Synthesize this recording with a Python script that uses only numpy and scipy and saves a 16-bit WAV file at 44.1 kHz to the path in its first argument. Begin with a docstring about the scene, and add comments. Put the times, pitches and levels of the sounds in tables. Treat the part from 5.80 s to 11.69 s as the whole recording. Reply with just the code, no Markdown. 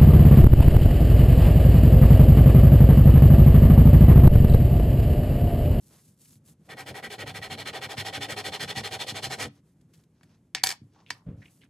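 """A small bicycle brake pad is scrubbed to and fro by a gloved hand on an abrasive disc on a workbench.
Grit catches the pad, so each stroke rasps, and the drag makes the bench rumble. Then the pad is
dropped: it clatters, skids and rattles. A pad clicks on the bench top, and the hand comes down with
a soft thud. Gloves rustle in between, over the low rumble of the room's air."""
import sys
import numpy as np
from scipy import signal
from scipy.fft import rfft, irfft, next_fast_len
from scipy.io import wavfile
from scipy.ndimage import uniform_filter1d, map_coordinates

SR = 44100
rng = np.random.default_rng(int(sys.argv[2]) if len(sys.argv) > 2 else 0)


def file_out(sig):
    """Save sig as 16-bit WAV at sys.argv[1]."""
    # one column per channel
    cols = np.atleast_2d(sig).T
    # limit, then scale
    lim = np.clip(cols, -1, 1)
    pcm = np.round(lim * 32767).astype(np.int16)
    wavfile.write(sys.argv[1], SR, pcm)


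N = 259749
TIME = np.arange(N) / SR
FFT_SIZE = next_fast_len(N + SR // 2, True)
FREQS = np.arange(FFT_SIZE // 2 + 1) * SR / FFT_SIZE

# Levels in the tables are relative: the functions add their own gains.
# The strokes, away and back in turn. Each row: start in seconds, rasp level in dB, then brightness,
# fine hiss and judder, each in dB compared with the rasp.
STROKES = [(0.878, -43.5, -13, -5.5, -1), (0.958, -42, -18, -3, 0.5), (1.05, -41.5, -2.5, -0.5, 0.5),
           (1.132, -41, -10, -2.5, 3.5), (1.217, -36.5, -14, -6.5, -6.5), (1.29, -42.5, -0.5, 1.5, 3.5),
           (1.373, -36.5, -5, -5, -4.5), (1.451, -41.5, -0.5, -2, 4), (1.533, -37, -6, -3.0, -5),
           (1.607, -40, 0, -2.0, 2), (1.69, -37, -1, -2.5, -2), (1.766, -41.0, 3.5, 0.5, 4),
           (1.845, -35.5, -1.5, -3.0, -3.5), (1.92, -39.5, 1, -2, 6.5), (2.003, -35, -3, -3.5, -4),
           (2.08, -41, 1.5, 1.5, 10), (2.16, -34, 0, 0, -4), (2.238, -39.5, 3.5, 3.5, 5.5),
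           (2.317, -35, 2, -1.5, -3.5), (2.397, -38, 3.5, 2.5, 2.5), (2.476, -35, -4.5, 0, -4),
           (2.555, -37.0, 1, 1.5, 4), (2.63, -37.5, 1.5, 4, 2), (2.711, -36.5, 2.5, 0.5, 6),
           (2.786, -35.5, 0.5, 3, -3), (2.867, -38, 3.0, 2.0, 5.5), (2.943, -37.5, 1.5, 4, 3.5),
           (3.024, -38.5, 4.5, 3, 4), (3.101, -39, 4.5, 5.5, 6), (3.183, -38.5, 5.5, 5, 7),
           (3.256, -39.5, 3, 7.5, 0.5), (3.335, -38.0, -1.5, 2.5, 5.0), (3.413, -37, 0.5, 6.5, 1),
           (3.49, -35, -11, 2.5, 1.5), (3.571, -33.5, -15.5, 2.5, 4.0)]
SCRUB_END_S = 3.68
# Tone colours. Each row: frequency in Hz, level there in dB.
GRIT_COLOUR = [(200, -11.5), (450, -1), (900, -3), (1150, -5), (2000, 3.5), (3300, 4.5), (4400, -8),
               (5800, -13.5), (8500, -14.5), (11000, -20), (13500, -18), (16000, -34)]  # grit on the pad's face
STRIKE_COLOUR = [(100, -18.5), (450, -6.5), (620, -12.5), (800, -6), (1300, -5.5), (1900, -4), (3000, -2.5),
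                 (5000, -1), (8000, -4), (10500, -7.5), (13500, 2.5), (16000, -21.5)]  # a pad hitting the bench
SWISH_COLOUR = [(2000, -12), (3800, -7.5), (6000, -2.5), (9000, 0), (12000, 1), (14000, -3), (16000, -17.5)]  # a glove's bright swish
SCUFF_COLOUR = [(300, 6.5), (800, 0.5), (1400, -2), (2400, -5.5), (3500, -6.5), (6000, -6), (12000, -40)]  # a glove's duller scuff
THUD_COLOUR = [(25, -32), (40, -16), (55, -0.5), (100, 1), (200, -5), (330, -20.5), (520, -19.5),
               (700, -33.5), (3000, -49.5), (8000, -75)]  # the hand bumping the bench
AIR_COLOUR = [(12, -47), (20, -29), (60, -10.5), (158, 1.5), (210, -5.5), (270, -8.5), (738, -29),
              (4180, -43.5), (6360, -41.5), (11400, -41.5), (12400, -39.5), (13900, -58), (16000, -65)]  # the room's air
# Resonances, the pitches at which a thing rings. Each row: pitch in Hz, width in Hz, gain in dB.
RASP_MODES = [(1110, 24, -4), (1285, 40, 11), (1461, 40, 3), (1579, 78, 5.5), (1800, 64, 4),
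              (1909, 71, 10.5), (2167, 40, -5.5), (2279, 117, 1), (2930, 89, -5), (3185, 84, -2),
              (3493, 73, 1), (3780, 41, -6.5), (4153, 70, 10), (4267, 54, 9.5), (4680, 94, 0.5),
              (4910, 45, 7), (5200, 65, 6.5), (5620, 69, 4.5), (6430, 29, -0.5), (6870, 25, 3.5),
              (7720, 250, -10), (9360, 120, -4), (10570, 200, -3)]  # the held pad and the bench top
JUDDER_MODES = [(417.5, 13, 2.5), (461.6, 25.5, 0.5), (526, 16, -2.5), (658, 110, -4), (763, 35, 7),
                (940, 17, -7)]  # the pad shaking in the fingers
BENCH_MODES = [(104.6, 5.8, 3), (132, 14, 2), (168, 9.2, -2.5), (214.8, 20, -3.5), (283.4, 5.3, -1),
               (320, 120, -13), (469, 170, -11)]  # the whole bench
LOOSE_PAD_MODES = [(768, 34, 10), (860, 50, -2), (965, 55, 7), (1820, 190, 8), (2250, 80, 7.5),
                   (3080, 90, -2), (3600, 260, -3), (4540, 240, 5), (5350, 260, 2), (6240, 130, 1),
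                   (7620, 220, 2), (8500, 220, -1), (9200, 260, 1)]  # the loose pad on the bench top
# Gaps where the held pad's resonances cancel. Each row: frequency in Hz, width in Hz.
NOTCHES = [(1685, 70), (2050, 45), (2660, 50), (3920, 90), (5070, 70), (5830, 120), (7400, 170)]
# A pad hits the bench top. Each row: time in seconds, level in dB, treble cut-off in Hz.
STRIKES = [(4.411, -35.5, 1160), (4.433, -38.5, 2460), (4.7494, -9.5, 6300), (4.752, -17, 5500),
           (4.8345, -18, 10100), (4.8374, -4.5, 15200), (4.839, -8.5, 14000), (4.8630, -17, 12000),
           (4.8698, -15, 12000), (4.871, -12.5, 12000), (4.8828, -24.5, 10000), (4.8902, -14.5, 10000),
           (4.892, -15.5, 10940), (4.9036, -18, 8050), (4.9054, -17, 10130), (4.9140, -18, 10000),
           (4.917, -25, 10000), (4.9242, -22, 10000), (5.304, -18.5, 5960), (5.3057, -11.5, 5120)]
# The pad's metal backing plate rings. 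Each row: pitch in Hz, level in dB, seconds to fade by 60 dB.
PLATE_MODES = [(10920, -26, .08), (11100, -37, 0.08), (13100, -40.5, .09)]
# A pad chatters on its edges. Each row: start in seconds, level in dB, length in seconds,
# treble cut-off in Hz.
RATTLES = [(4.761, -38.5, 0.02, 5080), (4.835, -32.5, 0.043, 13900), (4.891, -40, 0.025, 11000),
           (5.312, -45, 0.013, 6000)]
# The dropped pad skids on its edge. Each row: time in seconds, pitch in Hz, level in dB.
SKID_PATH = [(4.755, 1900, -66), (4.766, 1950, -44), (4.777, 2250, -36.5), (4.792, 2400, -48),
             (4.806, 2150, -48.5), (4.826, 2000, -50.5), (4.836, 2000, -75.5)]
# A pad slides a little. Each row: start in seconds, level in dB, length in seconds,
# centre of its band in Hz, width of the band in Hz.
SLIDES = [(4.92, -45, 0.018, 890, 404), (5.158, -62, 0.056, 940, 400), (5.261, -54.5, 0.047, 2760, 1140),
          (5.306, -44.5, 0.019, 4900, 596), (5.345, -61, 0.052, 980, 400), (5.617, -51, 0.019, 1920, 688),
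          (5.65, -56.5, 0.022, 2470, 900), (5.811, -58.5, 0.016, 2700, 1400),
          (5.833, -55, 0.016, 1930, 1610)]
# The whole bench is jolted. Each row: time in seconds, level in dB.
KNOCKS = [(0.557, -47), (1.236, -49), (1.719, -33), (2.178, -28.5), (2.967, -29.5), (3.321, -35.5),
          (3.655, -41), (4.7502, -48), (4.837, -41), (5.016, -38), (5.306, -46), (5.484, -38), (5.512, -37)]
# Brief touches. Each row: start in seconds, level in dB, length in seconds.
THUDS = [(1.43, -51, 0.28), (5.461, -38.5, 0.047), (5.478, -37.5, 0.037), (5.54, -48, 0.067)]  # hand and wrist on the bench
TICKS = [(.455, -59, 0.0044), (.507, -53.5, .002), (.529, -58, 0.0049), (.555, -59.5, 0.0024),
         (.677, -56, 0.0023), (4.01, -70, 0.0082), (4.135, -60.5, 0.017), (4.175, -68, .004),
         (4.237, -65, 0.0043), (4.431, -63, 0.0089), (5.134, -73, 0.0035), (5.842, -66.5, 0.0067)]  # the pad between the fingertips
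# A glove slides. Each row: start in seconds, length in seconds, swish in dB, scuff in dB.
GLOVE_MOVES = [(-.02, 0.35, -64.5, -96), (0.115, 0.082, -74, -60.5), (0.393, 0.17, -60, -79),
               (0.671, 0.041, -57, -67), (0.848, 0.024, -68, -64), (3.74, 0.035, -73, -62.5),
               (3.858, 0.071, -77, -79), (4.118, 0.11, -74.5, -74.5), (4.363, 0.2, -85, -69.5),
               (5.124, 0.12, -90, -67.5), (5.286, 0.096, -70, -62.5), (5.596, 0.082, -76, -63),
               (5.676, 0.14, -68, -77)]
# How alike the two microphone openings sound. Each row: frequency in Hz, likeness (1 is the same).
STEREO_LIKENESS = [(100, .9998), (400, .996), (700, .975), (1200, .62), (1700, .82), (2500, .8),
                   (3200, .94), (4300, .84), (5200, .62), (6200, .76), (7100, .88), (13000, .86)]
# Sound reaches the left opening first. Each row: frequency in Hz, head start in radians.
LEFT_LEAD = [(3200, 0), (4200, .4), (5200, 1.25), (6300, .7), (7100, .3), (8500, .7), (10000, 1.5),
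             (12500, 2.2), (15000, 3)]


def scrubbing(stick_share=.12, stuck_db=-10):
    """The pad sticks for the first part of each stroke, then breaks free; pad and bench shake."""
    speed, progress, stroke = stroke_motion()
    rasp_db, hiss_db, bright_db, judder_db, rumble_db = stroke_levels(stroke, progress)
    free = uniform_filter1d(np.where(progress < stick_share, from_db(stuck_db), 1.), 150)
    return (grit_rasp(speed, free, rasp_db, hiss_db, bright_db)
            + pad_judder(speed, free, rasp_db + judder_db) + bench_rumble(speed, rumble_db))


def stroke_motion(away_skew=.94, back_skew=.91, crawl=.15):
    """The hand slows at each turn. Gives speed (0-1), progress in the stroke (0-1) and stroke number."""
    turns = [row[0] for row in STROKES] + [SCRUB_END_S]
    strokes_done = np.interp(TIME, turns, np.arange(len(turns)))
    stroke = np.minimum(strokes_done.astype(int), len(STROKES) - 1)
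    progress = strokes_done - stroke
    moving = uniform_filter1d(1. * ((TIME > turns[0]) & (TIME < turns[-1])), 600)
    swing = np.abs(np.sin(np.pi * progress ** np.where(stroke % 2, back_skew, away_skew)))
    speed = np.abs(moving) * (crawl + (1 - crawl) * swing)
    return speed, progress, stroke


def stroke_levels(stroke, progress, away_db=-6.5, back_db=-13, push_db=-5, chance_db=1.2):
    """Each stroke's levels in dB. The rumble follows effort, direction and a little chance."""
    _, rasp, bright, hiss, judder = np.array(STROKES)[stroke].T
    effort_db = uniform_filter1d(rasp, size=SR // 6)  # how hard the hand bears down
    going_back = stroke % 2 == 1
    luck = rng.standard_normal(stroke.max() + 1)[stroke]
    # near the far end of each away stroke the hand pushes into the bench
    push = from_db(push_db) * np.exp(-((progress + going_back - .787) / .1) ** 2)
    drag = from_db(np.where(going_back, back_db, away_db))
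    rumble = effort_db + 20 * np.log10(drag + push) + chance_db * luck
    return [uniform_filter1d(db, 300) for db in (rasp, hiss, bright, judder, rumble)]


def grit_rasp(speed, free, rasp_db, hiss_db, bright_db, split_hz=5200, dulling_db_per_s=2.94):
    """Grit catches the pad in tiny snaps. With speed the coarse rasp levels off and fine hiss grows."""
    grit = held_pad(colour(snaps(8000, 1.7), GRIT_COLOUR))
    coarse = brighten(filtered(grit, 4, split_hz), bright_db, above_hz=2700)
    fine = filtered(grit, 4, split_hz, "high")
    # the top of the hiss fades as the pad beds in
    fine = brighten(fine, dulling_db_per_s * (SCRUB_END_S - TIME), above_hz=10500)
    bite = np.tanh((speed / .9) ** 2.5) * free
    crawl_hiss = from_db(-22) * np.tanh(20 * speed)
    hiss = from_db(hiss_db + 8) * (speed ** 3.3 * free + crawl_hiss)
    return from_db(rasp_db + 1.5) * (coarse * bite + fine * hiss)


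def held_pad(grit, waver_db=2.8, detune_share=.008):
    """The pad rings. Contact and grip wander, so its resonances come and go and shift in pitch."""
    ringing = grit + sum(resonate(grit, [mode]) * from_db(waver_db * drift(16)) for mode in RASP_MODES)
    for hz, width in NOTCHES:
        ringing = signal.lfilter(*signal.iirnotch(hz, hz / width, fs=SR), ringing)
    # reading the samples a little faster or slower bends the pitch
    positions = np.arange(N) + np.cumsum(detune_share * drift(13))
    bent = [map_coordinates(stream, [positions], order=5, mode="mirror") for stream in ringing]
    return unit_level(np.array(bent))


def pad_judder(speed, free, judder_db, limit_db=-34):
    """The pad shakes in the fingers and hums; the hum's level is capped."""
    hum = unit_level(resonate(snaps(6000, 1.0), JUDDER_MODES))
    return hum * from_db(np.minimum(judder_db, limit_db) - 5) * speed ** .9 * free


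def bench_rumble(speed, rumble_db, waver_db=2.5):
    """The pad's uneven drag shakes the bench at its low resonances."""
    drag = snaps(2500, .66)
    pressure = from_db(rumble_db + .5 + waver_db * drift(50)) * speed ** .27
    rumble = resonate(drag * pressure, BENCH_MODES) / np.std(resonate(drag, BENCH_MODES))
    return filtered(rumble, 4, [58, 700], "band")


def clatter(level_db=3, snap_fade_s=.005, echo_fade_s=.045):
    """Each strike cracks, echoes off the bench top and the tins on it, and rings the pad."""
    age = np.arange(SR // 3) / SR
    fade = from_db(-7 - 60 * age / snap_fade_s) + from_db(-16 - 60 * age / echo_fade_s)
    cracks = np.zeros((2, N))
    for start_s, db, cutoff_hz in STRIKES:
        crack = rng.standard_normal((2, len(age))) * fade
        crack[:, 0] = 1, .3  # the instant of contact
        start = int(start_s * SR)
        cracks[:, start:start + len(age)] += from_db(db + level_db) * filtered(crack, 2, cutoff_hz)
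    clacks = colour(cracks, STRIKE_COLOUR)
    return clacks + resonate(clacks, LOOSE_PAD_MODES) + plate_ping()


def plate_ping():
    """The hardest strike sets the pad's metal backing plate ringing."""
    hardest_s = max(STRIKES, key=lambda row: row[1])[0]
    age = np.maximum(TIME - hardest_s, 0)
    return sum(from_db(np.maximum(db - 60 * age / fade_s, -200)) * np.sin(2 * np.pi * hz * age)
               for hz, db, fade_s in PLATE_MODES)


def rattles(level_db=1):
    """After landing, a pad chatters on its edges in many tiny strikes until it lies still."""
    chatter = colour(snaps(4200, 1.8), STRIKE_COLOUR)
    chatter = unit_level(chatter + resonate(chatter, LOOSE_PAD_MODES))
    return sum(filtered(chatter, 2, cutoff_hz) * bursts([(start, db + level_db, length)], rise_s=.00071)
               for start, db, length, cutoff_hz in RATTLES)


def skid(level_db=-3, roughness_hz=260):
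    """The pad's edge slips unevenly, sounding one thin, rough note that rises and falls."""
    times, pitches, levels = np.transpose(SKID_PATH)
    hz, db = np.interp(TIME, times, pitches), np.interp(TIME, times, levels)
    slips = unit_level(filtered(snaps(3300, 1.5), 2, roughness_hz))
    sliding = (TIME > times[0]) & (TIME < times[-1])
    note = np.sqrt(2) * np.sin(2 * np.pi * np.cumsum(hz) / SR)
    return from_db(db + level_db) * sliding * slips * note


def scrapes(level_db=-2):
    """A pad catches and slips in short slides, each a burst of snaps in one band of pitch."""
    catches = snaps(3000, 2.8) * from_db(2.5 * drift(140))
    out = 0
    for start, db, length, hz, width in SLIDES:
        edge_ratio = np.exp(np.arcsinh(width / hz / 2))  # band edges lie evenly about the centre pitch
        band = filtered(catches, 2, [hz / edge_ratio, hz * edge_ratio], "band")
        out = out + unit_level(band) * bursts([(start, db + level_db, length)], rise_s=.0025)
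    return out


def knocks(level_db=-1):
    """Soft pushes make the bench boom, alike on the left and the right."""
    pushes = np.zeros(N)
    for start, db in KNOCKS:
        pushes[int(start * SR)] = from_db(db + level_db)
    boom = resonate(filtered(pushes + 1e-18, 4, [75, 280], "band"), BENCH_MODES)
    return np.array([boom * pushes.max() / np.abs(boom).max(), np.zeros(N)])


def hand_thuds(level_db=2):
    """Hand and wrist press and bump on the bench with a soft, deep sound."""
    thud = unit_level(colour(snaps(9100, .83), THUD_COLOUR))
    return from_db(level_db) * thud * bursts(THUDS, rise_s=.004)


def finger_ticks():
    """The pad ticks between the fingertips in very brief bursts of bright snaps."""
    bright = filtered(snaps(9000, 2.0), 1, [1500, 11000], "band")
    return unit_level(bright) * bursts(TICKS, rise_s=.00028)


def glove_rustle(fade_s=.073):
    """Glove fabric swishes and scuffs as it slides; each move swells and fades."""
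    swish_level, scuff_level = 0, 0
    for start, length, swish_db, scuff_db in GLOVE_MOVES:
        inside_s = np.minimum(TIME - start, start + length - TIME)
        swell = np.clip(.5 + inside_s / fade_s, 0, 1)
        swish_level += from_db(swish_db) * swell
        scuff_level += from_db(scuff_db) * swell
    swish = unit_level(colour(snaps(7800, 1.6), SWISH_COLOUR)) * from_db(1.86 * drift(90))
    scuff = unit_level(colour(snaps(13000, 2.9), SCUFF_COLOUR)) * from_db(-1 + 2.9 * drift(64))
    return swish * swish_level + scuff * scuff_level


def room_air(level_db=-61.5, waver_db=2):
    """The room's air is a low rumble whose level wavers."""
    level = from_db(level_db + waver_db * drift(38))
    return level * unit_level(colour(rng.standard_normal((2, N)), AIR_COLOUR))


def room_echo(x, echo_db=-21, fade_s=.18, build_s=.046):
    """The workshop adds a short, dull echo without bass, different on each side."""
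    age = np.arange(SR // 2) / SR
    tail = rng.standard_normal((2, len(age))) * from_db(-60 * age / fade_s) * (1 - np.exp(-age / build_s))
    tail = filtered(tail / np.sqrt(np.sum(tail[0] ** 2)), 2, [450, 5500], "band")
    return x + from_db(echo_db) * signal.fftconvolve(x, tail, axes=1)[:, :N]


def stereo(pair):
    """Two close microphone openings share the first stream; the second, scattered sound, differs."""
    alike = np.clip(across_freqs(STEREO_LIKENESS), -1, 1)
    common, scattered = rfft(pair, FFT_SIZE)
    sides = np.array([[1], [-1]])
    both = np.sqrt((1 + alike) / 2) * common + sides * np.sqrt((1 - alike) / 2) * scattered
    return irfft(both * np.exp(.5j * sides * across_freqs(LEFT_LEAD)), FFT_SIZE)[:, :N]


def snaps(per_s, spread_db):
    """Two unrelated streams of tiny random snaps of uneven size."""
    sizes = from_db(spread_db * np.minimum(rng.exponential(1, (2, N)), 5))
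    return unit_level(sizes * rng.standard_normal((2, N)) * (rng.random((2, N)) < per_s / SR))


def bursts(rows, rise_s):
    """The loudness curve of brief touches that swell and die away."""
    power = 0
    for start, db, length in rows:
        age = np.maximum(TIME - start, 0)
        rise = 1 - np.exp(-age / rise_s)
        fall = np.exp(-np.minimum((age / length) ** 2 / 2, 50))
        power = power + (from_db(db) * rise * fall) ** 2
    return np.sqrt(power)


def drift(per_s):
    """A curve that glides between random values around zero, per_s of them a second."""
    values = rng.standard_normal(N // 20)
    return np.interp(TIME * per_s, np.arange(len(values)), values)


def resonate(x, modes):
    """Lets x ring each resonance and adds up the results."""
    out = 0
    for hz, width, db in modes:
        decay = np.exp(-np.pi * width / SR)
        feed = np.array([1, 0, -1]) * (1 - decay ** 2) / 2
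        feedback = [1, -2 * decay * np.cos(2 * np.pi * hz / SR), decay ** 2]
        out = out + from_db(db) * signal.lfilter(feed, feedback, x)
    return out


def colour(x, spectrum):
    """Gives x a tone colour, with no ringing ahead of a snap (a minimum-phase filter)."""
    cepstrum = irfft(np.log(from_db(across_freqs(spectrum))), FFT_SIZE)
    cepstrum[1:FFT_SIZE // 2] *= 2
    cepstrum[FFT_SIZE // 2 + 1:] = 0
    return irfft(rfft(x, FFT_SIZE) * np.exp(rfft(cepstrum)), FFT_SIZE)[..., :N]


def brighten(x, db, above_hz):
    """Turns the treble up or down by an amount that can change over time."""
    treble = signal.sosfiltfilt(signal.butter(3, above_hz, "high", fs=SR, output="sos"), x)
    return x + (from_db(db) - 1) * treble


def filtered(x, order, hz, keep="low"):
    """Keeps the lows, the highs or a band; a higher order cuts more steeply."""
    return signal.sosfilt(signal.butter(order, hz, keep, fs=SR, output="sos"), x)


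def across_freqs(points):
    """Joins a table's points into a curve over all frequencies, spaced by pitch."""
    hz, value = np.transpose(points)
    return np.interp(np.log(FREQS + 1), np.log(hz), value)


def unit_level(x):
    """Scales x to an average (rms) level of 1."""
    return x / np.sqrt(np.mean(x ** 2) + 1e-20)


def from_db(db):
    """Turns decibels into a plain gain."""
    return 10 ** (np.asarray(db) / 20)


def scene():
    """Work on the bench, heard in a small workshop."""
    pad = scrubbing() + clatter() + rattles() + skid() + scrapes()
    hand = knocks() + hand_thuds() + finger_ticks() + glove_rustle()
    return room_echo(stereo(pad + hand + room_air()))


def record(dry, low_hz=46, top_hz=15700):
    """The microphone sheds the deepest bass, and the highest treble is cut steeply."""
    lean = filtered(dry, 2, low_hz, "high")
    return signal.sosfilt(signal.ellip(10, .2, 80, top_hz, fs=SR, output="sos"), lean)


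dry = scene()
out = record(dry)
file_out(out)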